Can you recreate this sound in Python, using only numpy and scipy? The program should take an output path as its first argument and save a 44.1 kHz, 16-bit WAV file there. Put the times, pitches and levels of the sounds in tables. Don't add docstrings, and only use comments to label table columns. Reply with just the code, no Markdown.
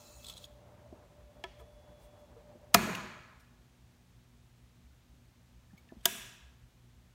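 import sys
import numpy as np
from scipy import signal
from scipy.fft import rfft, irfft, next_fast_len
from scipy.io import wavfile
from scipy.ndimage import uniform_filter1d

SR = 44100
rng = np.random.default_rng(int(sys.argv[2]) if len(sys.argv) > 2 else 0)


def nominal_scale(level):
    x = np.asarray(level, float) / 20
    return 10 ** x


def store_pcm(level_fs):
    pcm = np.round(np.clip(level_fs, -1, 1) * 32767).astype(np.int16)
    wavfile.write(sys.argv[1], SR, np.atleast_2d(pcm).T)


N = 314863
FAN_OFF_S = 2.742


def evened(x):
    return x / np.sqrt(np.mean(x ** 2) + 1e-20)


def drift(size, smooth):
    return evened(uniform_filter1d(rng.standard_normal(size), size=smooth))


def lumps(shape, over_time, over_pitch):
    x = uniform_filter1d(rng.standard_normal(shape), size=over_time)
    return evened(uniform_filter1d(x, size=over_pitch, axis=0))


def read(points, hz):
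    f, value = np.transpose(points)
    return np.interp(np.log(hz + 1), np.log(f + 1), value)


def curve(rows, outside_db=-120):
    s, *columns = np.transpose(rows)
    t = np.arange(N) / SR
    live = uniform_filter1d(((t >= s[0]) & (t <= s[-1])) + nominal_scale(outside_db), size=800)
    return live, *(np.interp(t, s, c) for c in columns)


def add(mix, s, sound):
    part = mix[round(s * SR):][:len(sound)]
    part += sound[:len(part)]


def coloured(points, size, ridges=()):
    fast = next_fast_len(size)
    hz = np.fft.rfftfreq(fast, 1 / SR)
    lift_db = sum(db / (1 + (2 * (hz - f) / width) ** 2) for f, width, db in ridges)
    spectrum = rfft(rng.standard_normal(fast)) * nominal_scale(read(points, hz) + lift_db)
    return evened(irfft(spectrum, fast)[:size])


def patchy(x, patchy_db):
    z = signal.stft(x, nperseg=256)[2]
    z = z * nominal_scale(patchy_db * lumps(z.shape, over_time=14, over_pitch=6))
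    return evened(signal.istft(z, nperseg=256)[1][:len(x)])


def resonate(x, hz, width):
    turn = np.exp(2j * np.pi * np.cumsum(hz * np.ones(len(x))) / SR)
    r = np.exp(-np.pi * width / SR)
    return 2 * (turn * signal.lfilter([1 - r], [1, -r], x / turn + 1e-18)).real


def as_modes(peaks, longer):
    return [(hz, db, longer * 2.2 / width) for hz, width, db in peaks]


def ring(modes, rise_s, split=0.015, twin_db=-4, scatter=1):
    t = np.arange(SR // 4) / SR
    twins = [(hz * (1 + split * rng.uniform(-1, 1)), db + twin_db, t60 / 2) for hz, db, t60 in modes]
    x = np.zeros(len(t))
    for hz, db, t60 in modes + twins:
        x += nominal_scale(db - 60 * t / t60) * np.sin(2 * np.pi * (hz * t + scatter * rng.random()))
    x = x * (1 - np.exp(-t / rise_s))
    return x / abs(x).max()


def crack(points, t60, rise_s=0.000079):
    t = np.arange(2048) / SR
    shape = (1 - np.exp(-t / rise_s)) * nominal_scale(-60 * t / t60)
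    colour = nominal_scale(read(points, np.fft.rfftfreq(2048, 1 / SR)))
    x = rng.standard_normal(2048) * shape
    for _ in range(3):
        z = rfft(x)
        x = irfft(z / abs(z) * colour)
        x = x * shape / np.sqrt(uniform_filter1d(x ** 2, size=40) + 1e-12)
    return x / abs(x).max()


# pitch_hz, t60_s
ROOM_DECAY = [(100, 1.5), (250, 0.63), (600, 1.2), (1400, 1.495), (2500, 1.3), (5000, 1.2), (8000, .85),
              (11000, 0.68), (15000, 0.69)]


def tail(points, ridges, bend_s):
    build_s, flutter_db = 0.0018, 0.76
    hz, t, z = signal.stft(coloured(points, size=SR, ridges=ridges), SR, nperseg=256)
    fall_db = -45 * t * (1 + t / bend_s) / read(ROOM_DECAY, hz)[:, None]
    flutter = flutter_db * lumps(z.shape, over_time=4, over_pitch=12)
    x = signal.istft(z * nominal_scale(fall_db + flutter), SR, nperseg=256)[1]
    return x * (1 - np.exp(-(np.arange(len(x)) / SR / build_s) ** 2))


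def switch(strikes, colour, modes, returned):
    out = np.zeros(N)
    for s, crack_db, ring_db, t60 in strikes:
        add(out, s, nominal_scale(crack_db) * crack(colour, t60))
        add(out, s, nominal_scale(ring_db) * ring(modes, 0.001))
    add(out, strikes[1][0], returned)
    return out


# start_s, crack_db, ring_db, crack_t60_s
TOGGLE_STRIKES = [
    (2.742, -16, -23, 0.075),
    (2.744, -6, -21, 0.016),
    (2.7455, -4.5, -28, 0.018),
    (2.7466, -9.5, -9, 0.012),
]
# pitch_hz, level_db
TOGGLE_CRACK = [(710, -28.5), (1200, 0.5), (2730, -5), (4360, 0), (5840, -3.5), (6870, -1), (8440, -14),
                (9610, -0.5), (10600, -10.5), (13200, -5.5), (14400, -7.5), (16000, -15.5)]
# pitch_hz, width_hz, level_db
TOGGLE_RING = [(187.5, 21, -5), (399.4, 16, -5), (691, 25, 3.5), (838, 23, -6.5), (1000, 120, -1),
               (1134, 25, -6.5), (1270, 30, -7.5), (1686, 26, 3), (1849, 44, -20), (2040, 16, -11.5),
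               (2470, 70, -3), (3240, 200, -4.5)]
# pitch_hz, level_db, t60_s
TOGGLE_THUMP = [(1022, 9.5, 0.023), (1340, 2.5, 0.018), (610, -8.5, 0.028), (240.6, -2.5, 0.11)]


def toggle(returned):
    modes = as_modes(TOGGLE_RING, 1.0) + TOGGLE_THUMP
    return switch(TOGGLE_STRIKES, TOGGLE_CRACK, modes, returned)


# pitch_hz, level_db, t60_s
DESK = [(55, 0, .5), (73, -5.5, .3), (98, -1, .35), (127, -2.5, .3), (200, 2, 0.032)]
# pitch_hz, level_db, t60_s
TOGGLE_STOP = [(957, -1, 0.025), (1260, 1, .024), (686, -12, .045), (404, -5, 0.03), (2120, -8, .016),
               (2450, -4, .031), (3348, -7, 0.022), (1687, -10, 0.036)]


def toggle_knock():
    out = np.zeros(N)
    boom = ring([(hz, db, 2 * t60) for hz, db, t60 in DESK], 0.004)
    boom = boom * np.hanning(SR // 2)[-(SR // 4):]
    add(out, TOGGLE_STRIKES[0][0], nominal_scale(-36.5) * boom)
    add(out, TOGGLE_STRIKES[3][0] + 0.0003, nominal_scale(-10) * ring(TOGGLE_STOP, 0.0005, scatter=0.18))
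    return out


# pitch_hz, level_db
TOGGLE_TAIL = [(50, -35), (100, -13), (200, -1.5), (300, -11), (600, -17.5), (1200, -16), (2500, -17.5),
               (2800, -22.5), (4400, -25.5), (5000, -30), (7000, -24.5), (7600, -28.5), (14500, -31.5),
               (16000, -40.5)]
# pitch_hz, width_hz, lift_db
TOGGLE_RIDGES = [(193.4, 90, 2.5), (363.9, 22, 11), (625, 78, 9), (1006, 130, 6), (1270, 120, 4),
                 (840, 25, 4.5), (1290, 25, 5), (1450, 20, 6.5), (2259.5, 30, 4), (1060, 23, 5),
                 (2920, 43, 4), (3281, 33, 4.5), (1690, 54, 10), (1900, 49, 3), (2450, 240, 5.5),
                 (4300, 450, 3.5), (6682, 350, 4.5), (10450, 500, -5.5)]


def toggle_echo():
    return nominal_scale(-31) * tail(TOGGLE_TAIL, TOGGLE_RIDGES, bend_s=1.3)


# start_s, crack_db, ring_db, crack_t60_s
ROCKER_STRIKES = [
    (6.0471, -57, -47.5, 0.043),
    (6.0553, -12, -42.5, 0.018),
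    (6.0564, -11, -38, 0.018),
    (6.058, -11.5, -20, 0.015),
]
# pitch_hz, level_db
ROCKER_CRACK = [(180, -48.5), (300, -15.5), (762, -18.5), (1810, -8), (2360, -24.5), (3030, -3),
                (4230, -8.5), (6000, -6), (7820, -10.5), (10600, -8.5), (11900, -9), (14000, -3.5),
                (16000, -15)]
# pitch_hz, width_hz, level_db
ROCKER_RING = [(380, 19, -8.5), (679, 28, 1.5), (964, 24, 1), (1274, 65, -2.5), (1645, 37, 1.5),
               (1950, 95, -0.5), (2260, 47.2, -10.5), (2420, 40, -12.5), (2670, 30, -15), (3410, 99, -1.5),
               (3660, 58, -4), (4100, 60, -8)]
# pitch_hz, level_db, t60_s
ROCKER_THUMP = [(297, -1, 0.016), (882, -9.5, 0.017), (1143, -2, 0.031), (1430, -5, 0.02)]
# pitch_hz, level_db, t60_s
ROCKER_SNAP = [(3157, 0.5, 0.014), (2850, -1, 0.011), (3834, -1, 0.014), (5060, -12.5, .01),
               (6000, -8.5, 0.015), (6830, -5, 0.025), (14360, -13, .007)]


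def rocker(returned):
    modes = as_modes(ROCKER_RING, 0.97) + ROCKER_THUMP
    out = switch(ROCKER_STRIKES, ROCKER_CRACK, modes, returned)
    add(out, ROCKER_STRIKES[1][0], nominal_scale(-12) * ring(ROCKER_SNAP, 0.000402))
    return out


# pitch_hz, level_db, t60_s
ROCKER_REBOUND = [(1962, -8, 0.027), (3420, -5, .022), (5180, -9, 0.016), (5970, -3, .012),
                  (7570, -5, .012), (8460, -1.5, 0.015), (13893, -2, .01), (15050, -2, .01),
                  (3730, -3, .02)]


def rocker_rebound():
    out = np.zeros(N)
    add(out, ROCKER_STRIKES[2][0], nominal_scale(-14) * ring(ROCKER_REBOUND, 0.0003, twin_db=-13))
    return out


# pitch_hz, level_db
ROCKER_TAIL = [(50, -44.5), (110, -9), (220, -11), (500, -18.5), (800, -19), (1600, -14), (2400, -12.5),
               (2700, -8.5), (3900, -13.5), (4300, -20.5), (5400, -16.5), (7500, -14), (12800, -15),
               (16000, -21.5)]
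# pitch_hz, width_hz, lift_db
ROCKER_RIDGES = [(219.46, 30, 11), (392, 46, 10.7), (667, 59, 11.7), (963, 70, 5.8), (1654, 110, 9.3),
                 (2558, 81, 4.3), (3050, 72, 3.01), (3440, 98, 8), (5760, 555, 4.9), (7000, 200, 5.2),
                 (7950, 180, 4)]


def rocker_echo():
    return nominal_scale(-40) * tail(ROCKER_TAIL, ROCKER_RIDGES, bend_s=0.63)


# start_s, crack_db, ring_db, crack_t60_s
NAIL_STRIKES = [
    (1.4388, -31, -54.5, 0.026),
    (1.4399, -35, -30.5, 0.019),
    (1.597, -72, -49, 0.073),
]
# pitch_hz, level_db
NAIL_CRACK = [(180, -30), (300, -18.5), (1010, -1), (1510, -8), (1750, -0.5), (2790, -1.5), (3350, 1),
              (3700, -8), (5700, -10), (16000, -44)]
# pitch_hz, level_db, t60_s
NAIL_RING = [(379, -1.5, 0.12), (560, -14, 0.02), (677, 0.5, 0.075), (830, -11, 0.04), (975, 2, 0.074),
             (1306, -1.5, 0.071), (1722, -5, 0.083), (2150, -7, 0.052), (2330, -7, 0.039),
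             (2580, -8, 0.037), (3330, 2.5, 0.035)]
# start_s, crack_db, ring_db, crack_t60_s
LET_GO_STRIKES = [
    (2.9495, -34, -70, 0.016),
    (2.9515, -30, -71, .02),
]
# pitch_hz, level_db
LET_GO_CRACK = [(1500, -30), (2050, 5), (2700, 11), (3300, 8), (3900, -1), (6000, -3), (8000, -21),
                (16000, -23)]


def lever_touches(returned):
    nail = switch(NAIL_STRIKES, NAIL_CRACK, NAIL_RING, returned)
    let_go = switch(LET_GO_STRIKES, LET_GO_CRACK, NAIL_RING, returned)
    return nail + let_go


def nail_echo():
    return nominal_scale(-62) * tail(NAIL_CRACK, (), bend_s=0.19)


# start_s, level_db, moved (0 on the lid, 1 on the lever plate)
SLIDE = [
    (0, -59.5, 0.084),
    (.22, -61.5, 0),
    (.3, -51.5, 0.516),
    (.35, -64.5, 0.76),
    (.368, -56, 0.55),
    (.4, -63, .55),
    (.455, -56.5, 0.48),
    (.466, -71.5, 0.72),
    (.6, -80, 1),
]
# pitch_hz, level_db
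LID_HISS = [(900, -8), (1300, -3.5), (1700, -23), (2600, -13.5), (3400, -25), (4000, -3), (4900, -9.5),
            (5400, -9), (7400, -4), (8200, -9.5), (10700, -17), (12500, -14), (15000, -9.5), (16000, -24.5)]
# pitch_hz, width_hz, lift_db
LID = [(1347, 76, 6.5), (2624, 72, 15), (3250, 45, 17), (4120, 280, 4), (5380, 300, 6), (6150, 120, 5),
       (6818, 170, 9.5), (7390, 140, 1), (9240, 250, 8), (13780, 270, -1), (15200, 440, 5)]
# pitch_hz, level_db
PLATE_HISS = [(1290, -49), (2200, -11), (2850, -12), (3360, 5.5), (3650, 0), (4130, -3), (5050, -9),
              (6860, -24), (9330, -12.5), (16000, -20)]
# start_s, peak_db, upper_ring_db, length_s
SLIPS = [(0.229, -50, -3, 0.0043), (0.244, -36.5, -1, 0.0044), (0.258, -38, -8, 0.0034),
         (0.2654, -34, -3, 0.0047), (0.2837, -31, 1, 0.0048), (0.297, -30, 1.5, 0.004),
         (0.315, -50, 3, .004), (0.324, -44, 3, .004), (0.336, -41, 0.5, 0.0047), (0.368, -37.5, 1.5, .003),
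         (0.3764, -37.5, 0.5, 0.0058), (0.441, -35, -7, 0.003), (0.445, -48, -3, 0.0043)]
# pitch_hz, width_hz, level_db
LEVER = [(3450, 200, -2), (3780, 760, 3.5), (6640, 570, -8.5), (8000, 770, -2), (10300, 2600, -9.5),
         (13500, 4000, -21)]


def slide():
    live, db, moved = curve(SLIDE)
    grain = nominal_scale(drift(N, 60))
    uneven = 0.063 * drift(N, 900) * (moved < 0.5)
    moved = np.clip(moved + uneven, 0, 1)
    lid = patchy(coloured(LID_HISS, size=N, ridges=LID), patchy_db=2.0)
    plate = coloured(PLATE_HISS, size=N)
    out = live * nominal_scale(db) * evened(grain) * (np.sqrt(1 - moved) * lid + np.sqrt(moved) * plate)
    t = np.arange(900) / SR
    for s, peak_db, upper_db, length in SLIPS:
        puff = rng.standard_normal(900) * (1 - np.exp(-t / 0.00055)) * np.exp(-(t / length) ** 2)
        slip = np.zeros(900)
        for k, (hz, width, level_db) in enumerate(LEVER):
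            mode = resonate(resonate(puff, hz, width), hz, width) / np.sqrt(width)
            slip += nominal_scale(level_db + upper_db * (k > 1)) * mode
        add(out, s, nominal_scale(peak_db - 4) * slip / abs(slip).max())
    return out


# start_s, peak_db, pitch_hz, t60_s, overtones_db
BUMPS = [
    (0.858, -54, 640, 0.065, -16),
    (1.609, -47.5, 455, 0.21, -1),
    (2.363, -48.5, 464, 0.16, -10),
    (2.55, -49.5, 239, 0.2, 3),
    (2.884, -37, 446, 0.083, -19),
    (5.734, -46, 183, 0.063, -20),
    (5.967, -48, 211.8, 0.05, -12),
]
# pitch_ratio, level_db, decay_share
BUMP_OVERTONES = [(1.45, 0, .6), (2.15, -2, .5), (2.7, -4, .4)]
# start_s, peak_db
THUDS = [
    (0.926, -38),
    (5.921, -39),
]
# pitch_hz, level_db, t60_s
THUD = [(257, 1.5, 0.044), (337, 0.5, 0.046), (650, -4, 0.044), (980, -14, .03)]
# start_s, peak_db, pitch_hz, t60_s
PINGS = [
    (5.706, -62, 1750, 0.042),
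    (5.7765, -53.5, 2237, 0.067),
    (5.777, -65, 4390, .035),
    (5.778, -66, 6500, .04),
    (5.891, -57, 1767, 0.04),
    (5.733, -64, 800, .05),
]


def bumps():
    out = np.zeros(N)
    for s, peak_db, hz, t60, over_db in BUMPS:
        overtones = [(k * hz, over_db + d, share * t60) for k, d, share in BUMP_OVERTONES]
        add(out, s, nominal_scale(peak_db) * ring([(hz, 0, t60)] + overtones, 0.0024, scatter=0.15))
    for s, peak_db in THUDS:
        add(out, s, nominal_scale(peak_db) * ring(THUD, 0.0011, twin_db=-20, scatter=0))
    for s, peak_db, hz, t60 in PINGS:
        add(out, s, nominal_scale(peak_db - 3) * ring([(hz, 0, t60), (hz + 820, -9, t60 / 2)], 0.0029))
    return out


# start_s, length_s, level_db, low_edge_hz,
# fall_db_per_octave
RUBS = [(.1121, .021, -68.2, 8510, 1.6), (1.4381, .0061, -58.5, 5010, 2.6), (1.5821, 0.0371, -69, 501, 3.2),
        (1.5901, 0.034, -71.5, 2710, .9), (1.9801, 0.109, -72.5, 1910, 2.6),
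        (2.0101, .061, -77, 11510, 1.6), (2.1781, .051, -78.5, 6010, 3.2), (2.7321, .0121, -58, 610, 3),
        (2.7501, 0.0071, -51, 910, 8), (2.9441, .0241, -59.5, 9010, 1.6), (2.9481, .0101, -48.5, 3510, 5.1),
        (3.3921, 0.024, -69.5, 2810, 3), (5.651, 0.45, -75.5, 501, 6.1), (5.7731, 0.0141, -71, 11510, 1.6),
        (5.7741, 0.0131, -71, 2610, 6.1), (5.7861, 0.0151, -72.5, 11510, 1.6),
        (5.8861, .0081, -66, 2310, 18), (5.9201, .091, -71, 181, 7), (6.0061, 0.0121, -71, 3010, 5.1),
        (6.0261, 0.0281, -66, 1510, 6.1), (6.0516, .0051, -46.5, 10510, 1.6),
        (6.2001, 0.0075, -67.5, 1210, 3.2)]


def rubs():
    out = np.zeros(N)
    for s, length, level_db, edge_hz, fall_db in RUBS:
        colour = [(edge_hz * 0.7, -30), (edge_hz, 0), (16000, -fall_db * np.log2(16000 / edge_hz))]
        rub = coloured(colour, size=round(length * SR))
        add(out, s, nominal_scale(level_db) * rub * signal.windows.tukey(len(rub), 0.6))
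    return out


# start_s, length_s, level_db, pitch_hz, end_pitch_ratio
SQUEAKS = [(2.001, .081, -79, 8551, 1.002), (2.9481, .0081, -39.5, 2151, 1.56),
           (3.4121, .018, -76.5, 8751, .991), (3.3971, .0121, -70.5, 5701, 1.002),
           (5.7701, .0101, -73, 2151, 1.031), (5.8951, .026, -69, 1851, .881),
           (5.9951, .031, -75, 3151, 1.002), (6.0271, .029, -71, 8501, 1.002),
           (6.0401, .016, -66.5, 3101, 1.002), (.001, .051, -77, 2621, 1.002),
           (.151, .121, -73, 2621, 1.003), (.251, .111, -71.5, 2631, .991), (.011, .231, -72, 6811, .998),
           (.281, .121, -70, 3251, .981)]


def squeaks():
    out = np.zeros(N)
    for s, length, level_db, hz, ratio in SQUEAKS:
        glide = hz * np.linspace(1, ratio, round(length * SR))
        tone = np.sqrt(2) * np.sin(2 * np.pi * np.cumsum(glide) / SR)
        blur = evened(resonate(rng.standard_normal(len(glide)), glide, 250))
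        add(out, s, nominal_scale(level_db) * (tone + 0.58 * blur) * np.hanning(len(glide)))
    return out


# pitch_hz, level_db
AIRFLOW = [(30, -30), (60, 3), (110, 5), (170, -3.5), (300, -6), (600, -3), (900, -5.5), (1300, -14.5),
           (2000, -20.5), (4000, -35), (9000, -70)]
# middle_s, depth (0-1), half_length_s
BREAKS = [(.071, .9, .03), (.156, .9, .018), (.221, .7, .012), (.291, .95, .018), (.371, .8, .025),
          (.46, .7, .014), (.535, .7, .014), (.611, .8, .02), (.691, .8, .018), (.791, .95, .025),
          (.835, .8, .013), (.901, .95, .015), (.981, .85, .03), (1.081, .85, .028), (1.155, .6, .012),
          (1.251, .85, .03), (1.34, .7, .014), (1.515, .85, .03), (1.65, .6, .02), (1.741, .75, .022),
          (1.85, .9, .033), (2.001, .95, .04), (2.121, .7, .012), (2.166, .95, .018), (2.26, .5, .012),
          (2.345, .85, .025), (2.451, .6, .02), (2.596, .95, .022)]


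def fan():
    coast_s, air_db, gust_db = 0.52, -64, 2.5
    blade_hz, climb_hz_per_s = 589.5, 1.6
    blade_db, grows_db = -64.5, 2
    t = np.arange(N) / SR
    coast = np.exp(-np.maximum(t - FAN_OFF_S, 0) / coast_s)
    air = nominal_scale(air_db + gust_db * drift(N, 2500)) * coast * coloured(AIRFLOW, size=N)
    hz = blade_hz + climb_hz_per_s * t
    fuzz = evened(resonate(rng.standard_normal(N), hz, 30))
    coarse = t[::64]
    whole = np.ones(len(coarse))
    for s, depth, half in BREAKS:
        whole *= 1 - depth * np.exp(-((coarse - s) / half) ** 2)
    blade = np.sqrt(2) * np.sin(2 * np.pi * np.cumsum(hz) / SR) * np.interp(t, coarse, whole)
    level = (t < FAN_OFF_S) * nominal_scale(blade_db + grows_db * t / FAN_OFF_S)
    return air + level * (blade + 0.53 * fuzz)


def whine():
    start_s, end_s, rise_s, fall_s = 1.16, 2.35, 0.79, 0.28
    t = np.arange(N) / SR
    load = np.clip(np.minimum((t - start_s) / rise_s, (end_s - t) / fall_s), 0, 1) ** 0.5
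    phase = 2 * np.pi * 3413 * t
    return load * nominal_scale(-78.5) * np.sqrt(2) * (np.sin(phase) + nominal_scale(-14) * np.sin(3.221 * phase))


# pitch_hz, level_db
HUM = [(119.6, -68.5), (179.4, -76.5), (239.3, -76), (358.8, -88)]


def hum():
    t = np.arange(N) / SR
    out = np.zeros(N)
    for hz, db in HUM:
        wobble = 1 + 0.45 * drift(N, 3000)
        out += nominal_scale(db) * np.sqrt(2) * wobble * np.sin(2 * np.pi * hz * t)
    return out


# pitch_hz, level_db
ROOM_TONE = [(150, -59.5), (200, -23.5), (270, -3.5), (350, -1.5), (400, -4.5), (750, -6), (1400, -8.5),
             (3800, -11.5), (4800, -14.5), (6500, -14.5), (8400, -18), (10400, -21), (11500, -20.5),
             (16000, -22.5)]
# pitch_hz, level_db
DRONE = [(70, -13.5), (95, -2.5), (130, 2), (155, -6), (185, -8), (215, -8), (245, -5), (300, -14.5),
         (400, -38), (600, -95)]


def room_tone():
    return nominal_scale(-71) * coloured(ROOM_TONE, size=N) + nominal_scale(-69.5) * coloured(DRONE, size=N)


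# middle_s, level_db, pitch_hz
THROBS = [(.08, -65, 55), (.18, -54.5, 60.5), (0.291, -58, 55), (.53, -61, 62), (.91, -56.5, 71),
          (1.25, -55, 58), (1.38, -58, 55), (1.5, -57, 55), (1.62, -55.5, 65.5), (1.75, -57.5, 55),
          (1.928, -56.5, 58), (2.05, -55, 52.2), (2.31, -58.5, 65.3), (2.48, -71.5, 51.6),
          (3.03, -58.5, 55), (3.38, -62.5, 62), (3.591, -61, 55), (3.801, -59.5, 59.96), (4.16, -59, 52.1),
          (4.33, -60.5, 62), (4.64, -59.5, 55.6), (4.89, -57, 64), (5.12, -59, 58), (5.56, -57.5, 56),
          (5.989, -57, 55), (6.21, -62, 52.1), (6.46, -55, 62.4), (6.64, -57.5, 53.9), (6.979, -59, 55)]


def rumble():
    half_s = 0.035
    loose = [(26, -22.5), (38, -13.5), (48, -1), (60, -3), (80, -3), (105, -20.5), (200, -95.5)]  # Hz, dB
    out = nominal_scale(-66.5) * coloured(loose, size=N)
    t = np.arange(-0.12, 0.12, 1 / SR)
    for s, db, hz in THROBS:
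        throb = nominal_scale(db) * np.sqrt(2) * np.exp(-(t / half_s) ** 2) * np.sin(2 * np.pi * hz * t)
        add(out, max(s + t[0], 0), throb[t + s >= 0])
    return out


def scene():
    after_toggle, after_rocker, after_nail = toggle_echo(), rocker_echo(), nail_echo()
    switches = toggle(after_toggle) + rocker(after_rocker) + lever_touches(after_nail) + toggle_knock()
    background = hum() + room_tone() + rumble()
    machine = fan() + whine()
    fingers = slide() + bumps() + rubs() + squeaks()
    return (switches + background + machine + fingers + rocker_rebound())[None]


def low_pass(x):
    return signal.sosfilt(signal.butter(12, 16630, fs=SR, output="sos"), x)


def record(dry):
    thin = signal.sosfilt(signal.butter(4, 38, "high", fs=SR, output="sos"), dry)
    edge = signal.firwin(401, 15900, window=("kaiser", 7), fs=SR)
    heard = signal.oaconvolve(thin, edge[None], "same")
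    return low_pass(heard)


dry = scene()
out = record(dry)
store_pcm(out)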